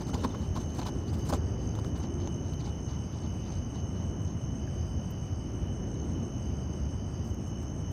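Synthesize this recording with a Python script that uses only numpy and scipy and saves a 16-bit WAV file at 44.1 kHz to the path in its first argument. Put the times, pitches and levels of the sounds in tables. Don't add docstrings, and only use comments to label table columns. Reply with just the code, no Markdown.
import sys
import numpy as np
from scipy import signal
from scipy.fft import rfft, irfft, next_fast_len
from scipy.io import wavfile
from scipy.ndimage import uniform_filter1d, map_coordinates

SR = 44100
rng = np.random.default_rng(int(sys.argv[2]) if len(sys.argv) > 2 else 0)


def waveform_to_disk(signal):
    frames = np.transpose(np.atleast_2d(signal))
    scaled = np.clip(frames, -1, 1) * 32767
    samples = np.round(scaled).astype(np.int16)
    wavfile.write(sys.argv[1], SR, samples)


def attenuation_scalar(level_db):
    decades = np.asarray(level_db, float) / 20
    return 10 ** decades


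N = 349272

# (frequency [Hz], density [dB per Hz])
NIGHT_SPECTRUM = [(1200, -30), (2000, 0), (3080, 4.5), (3200, -4.5), (3900, -8.5), (4500, -8), (5800, 3),
                  (6800, -21), (7200, -24), (7700, -15), (9600, -17.5), (11000, -17.5), (15000, -22),
                  (16000, -32)]
# (pitch [Hz], spread [Hz], pulse rate [1/s], pulse [s], pitch fall [Hz], level [dB])
CHORUSES = [
    (2985, 40, 48, .017, 110, -60),
    (5483, 130, 55, .007, 220, -65.5),
    (6261, 125, 58, .0065, 220, -55.5),
]
# (multiple [1], level [dB])
LOW_CHORUS_OVERTONES = [(3, -17.5), (4, -26)]
# (time [s], length [s], level [dB])
PAIR_BOUTS = [(-.2, 0.32, -60), (.2, 1.2, -76), (1.052, .9, -67.5), (2.0, 1.3, -78), (2.95, 0.82, -69),
              (4.5, 1.05, -69.5), (6.35, 1.03, -68.5)]
# (time [s], rasp count [1])
RASP_COUNT = [(.118, 0), (2.158, 12), (3.545, 20), (4.081, 23), (4.899, 28), (7.955, 46)]
# (frequency [Hz], density [dB per Hz])
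WING_SPECTRUM = [(6800, -45), (7300, -22), (7900, -8.5), (8300, -7.5), (8900, -9.5), (9400, -13)]
# (frequency [Hz], density [dB per Hz])
ROAR_SPECTRUM = [(12, -69), (20, -29), (37, -20), (56, -6.5), (81, -0.5), (112, -5), (245, -13), (450, -27),
                 (642, -27.5), (1210, -37), (2000, -46), (2700, -69), (2900, -57)]
# (frequency [Hz], width [Hz], level [dB])
CUP_FLUTTER = [(302, 182, -1.5)]
# (time [s], level [dB])
DRAUGHT_LEVEL = [(0, 6.5), (1, 7), (1.9, 7.5), (2.3, 8.5), (2.8, 2.5), (3.6, 1.5), (5.3, -0.5), (5.9, 7.5),
                 (7, 1), (7.92, 3)]
# (time [s], length [s], frequency [Hz], level [dB])
CUP_HUM = (2, .4, 343.5, -46)
# (frequency [Hz], density [dB per Hz])
THUD_SPECTRUM = [(150, 7), (300, 4), (900, 10), (1500, -2.5), (2500, -43), (4000, -60)]
# (frequency [Hz], density [dB per Hz])
SWISH_SPECTRUM = [(1000, 6), (2000, 8.5), (4200, 13), (7000, 7), (9000, -21), (12000, -28)]
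# (frequency [Hz], density [dB per Hz])
CRINKLE_SPECTRUM = [(4000, -6), (7500, 3.5), (11000, -4.5), (14000, -6), (16000, -12)]
# (frequency [Hz], density [dB per Hz])
SPARKLE_SPECTRUM = [(10000, -26), (12500, -6), (13700, 5), (15500, -6)]
# (time [s], length [s], swish [dB], crinkle over swish [dB])
HAND_GRABS = [(0, 0.031, -62.5, -5), (0.07, 0.042, -62, -5.5), (0.134, 0.027, -56, -6.5),
              (0.146, 0.11, -64, -6), (.235, .025, -52, -7), (0.26, 0.085, -69.5, -12),
              (0.341, 0.021, -64, -12), (.38, .092, -69.5, -5), (0.555, 0.032, -56.5, -5.5),
              (.59, .055, -66, -4), (.69, .034, -72, -3), (0.736, .074, -66.5, -1), (0.784, 0.023, -59, -5),
              (0.813, 0.031, -61, -10), (0.854, 0.045, -56.5, -4), (.93, .13, -76, -8),
              (1.072, .041, -67, -4), (1.128, 0.031, -62.5, -2), (1.168, .061, -69, -1),
              (1.248, 0.05, -65, 0), (1.288, .025, -53, 2), (1.323, 0.033, -53, -4), (1.343, .036, -65, -4),
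              (1.58, .12, -75, -5), (1.74, .07, -72, -7), (1.838, 0.065, -72, 0), (0, .55, -79, -5),
              (.45, .6, -78, -1), (1, .46, -77, -3)]
# (time [s], length [s], swish [dB])
ARM_STIRS = [(1.953, 0.032, -63), (1.993, 0.035, -71), (2.016, .047, -64.5), (2.193, 0.1, -69),
             (2.433, .11, -75), (2.592, 0.035, -63.5), (2.639, 0.065, -65), (2.877, .09, -67.5),
             (3.12, 0.09, -70.5), (3.21, 0.068, -70.5), (3.428, 0.19, -70), (3.738, 0.08, -70),
             (3.92, .2, -77), (4.263, 0.081, -73), (5.88, .39, -78.5)]
# (time [s], length [s], crinkle [dB])
FILM_FLEXES = [(1.97, .05, -73), (4.82, 0.16, -81), (5.1, .025, -73), (7.242, 0.091, -76),
               (7.468, .03, -71), (7.622, .018, -71), (7.658, 0.1, -83)]
# (time [s], crinkle peak [dB], swish over crinkle [dB])
FOLD_SNAPS = [(.2474, -55, 9), (.3421, -64, -8), (.3474, -66, 6), (.4234, -56, 0), (.519, -62, 3),
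              (.6958, -59, -3), (.8634, -41, -7), (1.1313, -51, 5), (1.1875, -50, -4), (1.2521, -56, 1),
              (1.2974, -49, -6), (1.3259, -49, -3), (1.3364, -34.5, 5.5), (1.7534, -49, 4),
              (1.7574, -50, -8), (1.7908, -50, -11), (1.7964, -47, 1), (2.0024, -49, 6), (2.2744, -52, 17),
              (2.4917, -62, -2), (2.536, -45.5, 6), (2.594, -61, 8), (3.3373, -55, -3), (4.3026, -63, 5),
              (1.8462, -53, 11), (.1431, -64, 3)]
# (time [s], crinkle peak [dB], swish over crinkle [dB])
FILM_TICKS = [(.389, -62, -14), (2.494, -59, -6), (2.537, -55, -20), (3.1223, -62, -14), (4.2263, -58, -18),
              (5.1073, -52, -24), (5.1136, -45, -14), (5.3233, -58, -10), (6.0412, -62, -8),
              (7.2504, -58, -10), (7.2853, -58, -4), (7.3447, -50, -10), (7.478, -58, -24),
              (7.6301, -52, -8), (7.9154, -50, -12)]
# (time [s], peak [dB], ring
# [Hz], t60 [s], low thump [dB])
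KNOCKS_AND_RINGS = [(.143, -43, 910, 0.017, -26), (0.2481, -20, 950, 0.014, -24), (.2482, -26, 490, 0.028, -50),
                    (0.866, -42, 1130, .03, -42), (.348, -27, 1100, 0.0065, -40), (0.573, -33, 1070, 0.022, -37),
                    (.793, -31.5, 706, 0.024, -26.5), (1.326, -23.5, 785, 0.02, -36),
                    (1.33, -28.5, 517, 0.031, -40), (1.337, -30.5, 1110, 0.017, -24),
                    (1.848, -32, 1280, 0.0079, -48), (1.8455, -44, 3280, 0.0069, -70),
                    (4.675, -45, 1650, 0.027, -70), (.125, -62, 4500, 0.046, -72), (.306, -48, 3590, .05, -72),
                    (1.082, -50, 4400, .05, -70), (1.092, -47, 4760, 0.038, -70)]

ROAR_DB, FLUTTER_DB, ROAR_FOLLOWS = -34.5, -45, 0.038
GRAB_THUD_DB, FIRM_DB, THUD_GROWS, CRISP_THINS = -54, -61, 1.28, .6
STIR_THUD_DB, STIR_CRINKLE_DB, STIR_START_S, DULLS_DB_PER_S = 7.5, -12.5, 2, -7
FILM_THUD_DB, FILM_SWISH_DB = 11.5, -19
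SNAP_THUD_DB, SNAP_T60_S = 8, .003


def along(points, hz):
    f, db = np.transpose(points)
    return np.interp(np.log(hz + 1), np.log(f + 1), db, left=-120, right=-120)


def unit(x):
    return x / np.sqrt(np.mean(x ** 2) + 1e-20)


def curves(rows):
    s, *columns = np.transpose(rows)
    return [np.interp(np.arange(N) / SR, s, column) for column in columns]


def wobble(rate):
    coarse = np.arange(0, N + 16, 16)
    knots = rng.standard_normal(int(N * rate / SR) + 4)
    smooth = map_coordinates(knots, [coarse * rate / SR])
    return np.interp(np.arange(N), coarse, smooth)


def coloured(x, points):
    m = next_fast_len(N + 8192)
    gain = attenuation_scalar(along(points, np.fft.rfftfreq(m, 1 / SR)))
    return irfft(rfft(x, m) * unit(gain), m)[:N]


def night_hiss():
    return attenuation_scalar(-64.0 + 1.0 * wobble(14)) * coloured(rng.standard_normal(N), NIGHT_SPECTRUM)


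def cricket(hz, rate, pulse_s, fall_hz, overtones=()):
    beat = np.cumsum(rate * (1 + .06 * wobble(9))) / SR + rng.random()
    stroke = beat.astype(int)
    progress = np.clip(beat % 1 / min(rate * pulse_s, 1), 0, 1)
    start_phase = 2 * np.pi * rng.random(N // 100)[stroke]
    phase = 2 * np.pi * np.cumsum(hz + fall_hz * (.5 - progress)) / SR + start_phase
    tone = np.sin(phase) + sum(attenuation_scalar(db) * np.sin(round(k) * phase) for k, db in overtones)
    size_db = 2.5 * rng.standard_normal(N // 100)[stroke] + 1.2 * wobble(5.5)
    return unit(np.sin(np.pi * progress) * attenuation_scalar(size_db) * tone)


def bouts(fade_s=.2):
    t = np.arange(N) / SR
    out = np.zeros(N)
    for s, length, db in PAIR_BOUTS:
        to_edge = np.minimum(t - s, s + length - t)
        out += attenuation_scalar(db) * np.clip(to_edge / fade_s + .5, 0, 1) ** 4.3
    return out


def crickets(count=5):
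    pair = cricket(4870, 64, 0.0076, 330) + 0.7 * cricket(4720, 57, 0.0091, 330)
    out = bouts() * unit(pair)
    for row, (hz, spread_hz, rate, pulse_s, fall_hz, db) in enumerate(CHORUSES):
        overtones = LOW_CHORUS_OVERTONES if row == 0 else ()
        chorus = np.zeros(N)
        for place in np.linspace(-1, 1, count):
            pace = rate * (1 + .12 * rng.standard_normal())
            chorus += cricket(hz + spread_hz * place, pace, pulse_s, fall_hz, overtones)
        out += attenuation_scalar(db) * unit(chorus)
    return out


def grass(x):
    tails = rng.standard_normal((2, SR // 8)) * attenuation_scalar(-60 * np.arange(SR // 8) / SR / 0.28)
    tails = tails / np.linalg.norm(tails[0])
    sway = 3.05 * wobble(6)
    paths = signal.fftconvolve(x[None], tails, axes=1)[:, :N]
    return 0.65 * x + 0.55 * (np.cos(sway) * paths[0] + np.sin(sway) * paths[1])


def katydid():
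    cycle = curves(RASP_COUNT)[0]
    swell = np.clip(0.59 + 0.53 * np.cos(2 * np.pi * cycle), 0, 1) ** 1.4
    teeth = rng.standard_normal(N) * attenuation_scalar(1.2 * wobble(300))
    return attenuation_scalar(-72) * swell * unit(coloured(teeth, WING_SPECTRUM))


def cup_hum():
    s, length, hz, db = CUP_HUM
    progress = np.clip((np.arange(N) / SR - s) / length, 0, 1)
    swell = np.sin(np.pi * progress).clip(0) ** 0.6
    tone = np.sin(2 * np.pi * np.cumsum(hz * (1 + .015 * wobble(12))) / SR)
    return attenuation_scalar(db + 4 + 1.5 * wobble(15)) * swell * tone


def knocks():
    out, t = np.zeros(N + SR), np.arange(SR // 10) / SR
    thump = attenuation_scalar(-60 * t / 0.047) * np.sin(2 * np.pi * 250 * t)
    for s, db, hz, t60, thump_db in KNOCKS_AND_RINGS:
        ring = np.sin(2 * np.pi * hz * t) + 0.12 * np.sin(2 * np.pi * 1.47 * hz * t)
        ring *= attenuation_scalar(db - 60 * t / t60) * (1 - np.exp(-t / .00025))
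        crack = attenuation_scalar(db - 26 - 60 * t / .006) * rng.standard_normal(len(t))
        out[int(s * SR):][:len(t)] += ring + crack + attenuation_scalar(thump_db) * thump
    return out[:N]


def strokes():
    out = []
    for s, length, db, bright_db in HAND_GRABS:
        thud_db = GRAB_THUD_DB + THUD_GROWS * (db - FIRM_DB) - CRISP_THINS * bright_db
        out.append((s, length, thud_db, db, db + bright_db))
    for s, length, db in ARM_STIRS:
        crinkle_db = db + STIR_CRINKLE_DB + DULLS_DB_PER_S * (s - STIR_START_S)
        out.append((s, length, db + STIR_THUD_DB, db, crinkle_db))
    for s, length, db in FILM_FLEXES:
        out.append((s, length, db + FILM_THUD_DB, db + FILM_SWISH_DB, db))
    return out


def contact_levels(thud_db, swish_db, crinkle_db):
    sparkle_db = crinkle_db - 10 + 0.51 * np.clip(crinkle_db - swish_db, -25, 24)
    return thud_db, swish_db, crinkle_db, sparkle_db


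def nylon():
    out = np.zeros(N)
    catch = wobble(600)
    snap = attenuation_scalar(-60 * np.arange(400) / SR / SNAP_T60_S)
    stroke_trim_db, snap_trim_db = (1.5, 5.5, 2.5, -6.0), (-2.5, 1.0, -3.0, 2.0)
    for k, colour in enumerate((THUD_SPECTRUM, SWISH_SPECTRUM, CRINKLE_SPECTRUM, SPARKLE_SPECTRUM)):
        power = np.zeros(N + 400)
        for s, length, *db in strokes():
            u = np.linspace(0, 1, int(1.28 * length * SR))
            stroke = unit(np.sin(np.pi * u ** 0.87).clip(0) ** 1.1)
            level_db = contact_levels(*db)[k] + stroke_trim_db[k]
            start = max(int((s - .15 * length) * SR), 0)
            power[start:][:len(u)] += (attenuation_scalar(level_db) * stroke) ** 2
        power[:N] *= unit(attenuation_scalar(1.2 * catch.clip(0) ** 2 + 1.76 * wobble(200))) ** 2
        for s, db, over_db in FOLD_SNAPS + FILM_TICKS:
            swish_db = db + over_db
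            level_db = contact_levels(swish_db + SNAP_THUD_DB, swish_db, db)[k] + snap_trim_db[k]
            power[int(s * SR):][:400] += (attenuation_scalar(level_db) * snap) ** 2
        out += coloured(np.sqrt(power[:N]) * rng.standard_normal(N), colour)
    return out


def folds(x, depth_db=2.8):
    z = signal.stft(x, nperseg=256)[2]
    field = uniform_filter1d(rng.standard_normal(z.shape), size=4, axis=0)
    field = uniform_filter1d(field, size=5, axis=1)
    return signal.istft(z * unit(attenuation_scalar(depth_db * unit(field))), nperseg=256)[1][:N]


def tent(x):
    tail = rng.standard_normal(SR // 8) * attenuation_scalar(-60 * np.arange(SR // 8) / SR / 0.07)
    tail = signal.lfilter(*signal.butter(1, 7000, fs=SR), tail / np.linalg.norm(tail))
    return x + attenuation_scalar(-9.5) * signal.fftconvolve(x, tail)[:N]


def flame():
    draught_db, = curves(DRAUGHT_LEVEL)
    roar = coloured(rng.standard_normal(N) * attenuation_scalar(0.28 * wobble(14)), ROAR_SPECTRUM)
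    roar_db = ROAR_DB + ROAR_FOLLOWS * draught_db + .5 * wobble(1.42) + 1.02
    hz, width_hz, db = CUP_FLUTTER[0]
    b, a = signal.butter(2, [hz - width_hz / 2, hz + width_hz / 2], "band", fs=SR)
    flutter = unit(signal.lfilter(b, a, rng.standard_normal(N)))
    flutter_db = FLUTTER_DB + draught_db + 1.64 * wobble(4) + db - 5.0
    return attenuation_scalar(roar_db) * unit(roar) + attenuation_scalar(flutter_db) * flutter


def scene():
    far = night_hiss() + grass(crickets()) + katydid()
    near = cup_hum() + tent(folds(nylon()) + knocks()) + flame()
    return (far + near)[None]


def masked_gap(x):
    m = next_fast_len(N)
    hz, spectrum = np.fft.rfftfreq(m, 1 / SR), rfft(x, m)
    for low_hz, high_hz in ((6850, 7150), (7150, 7500)):
        band = irfft(spectrum * ((hz > low_hz) & (hz <= high_hz)), m)[..., :N]
        power = uniform_filter1d(band ** 2, size=1536)
        weak = 1. 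* (power < np.quantile(power, .28))
        x = x - band * uniform_filter1d(weak, size=512)
    return x


def low_pass(x):
    return signal.sosfilt(signal.butter(12, 15710, fs=SR, output="sos"), x)


def record(dry):
    mix = masked_gap(dry)
    return low_pass(mix)


dry = scene()
out = record(dry)
waveform_to_disk(out)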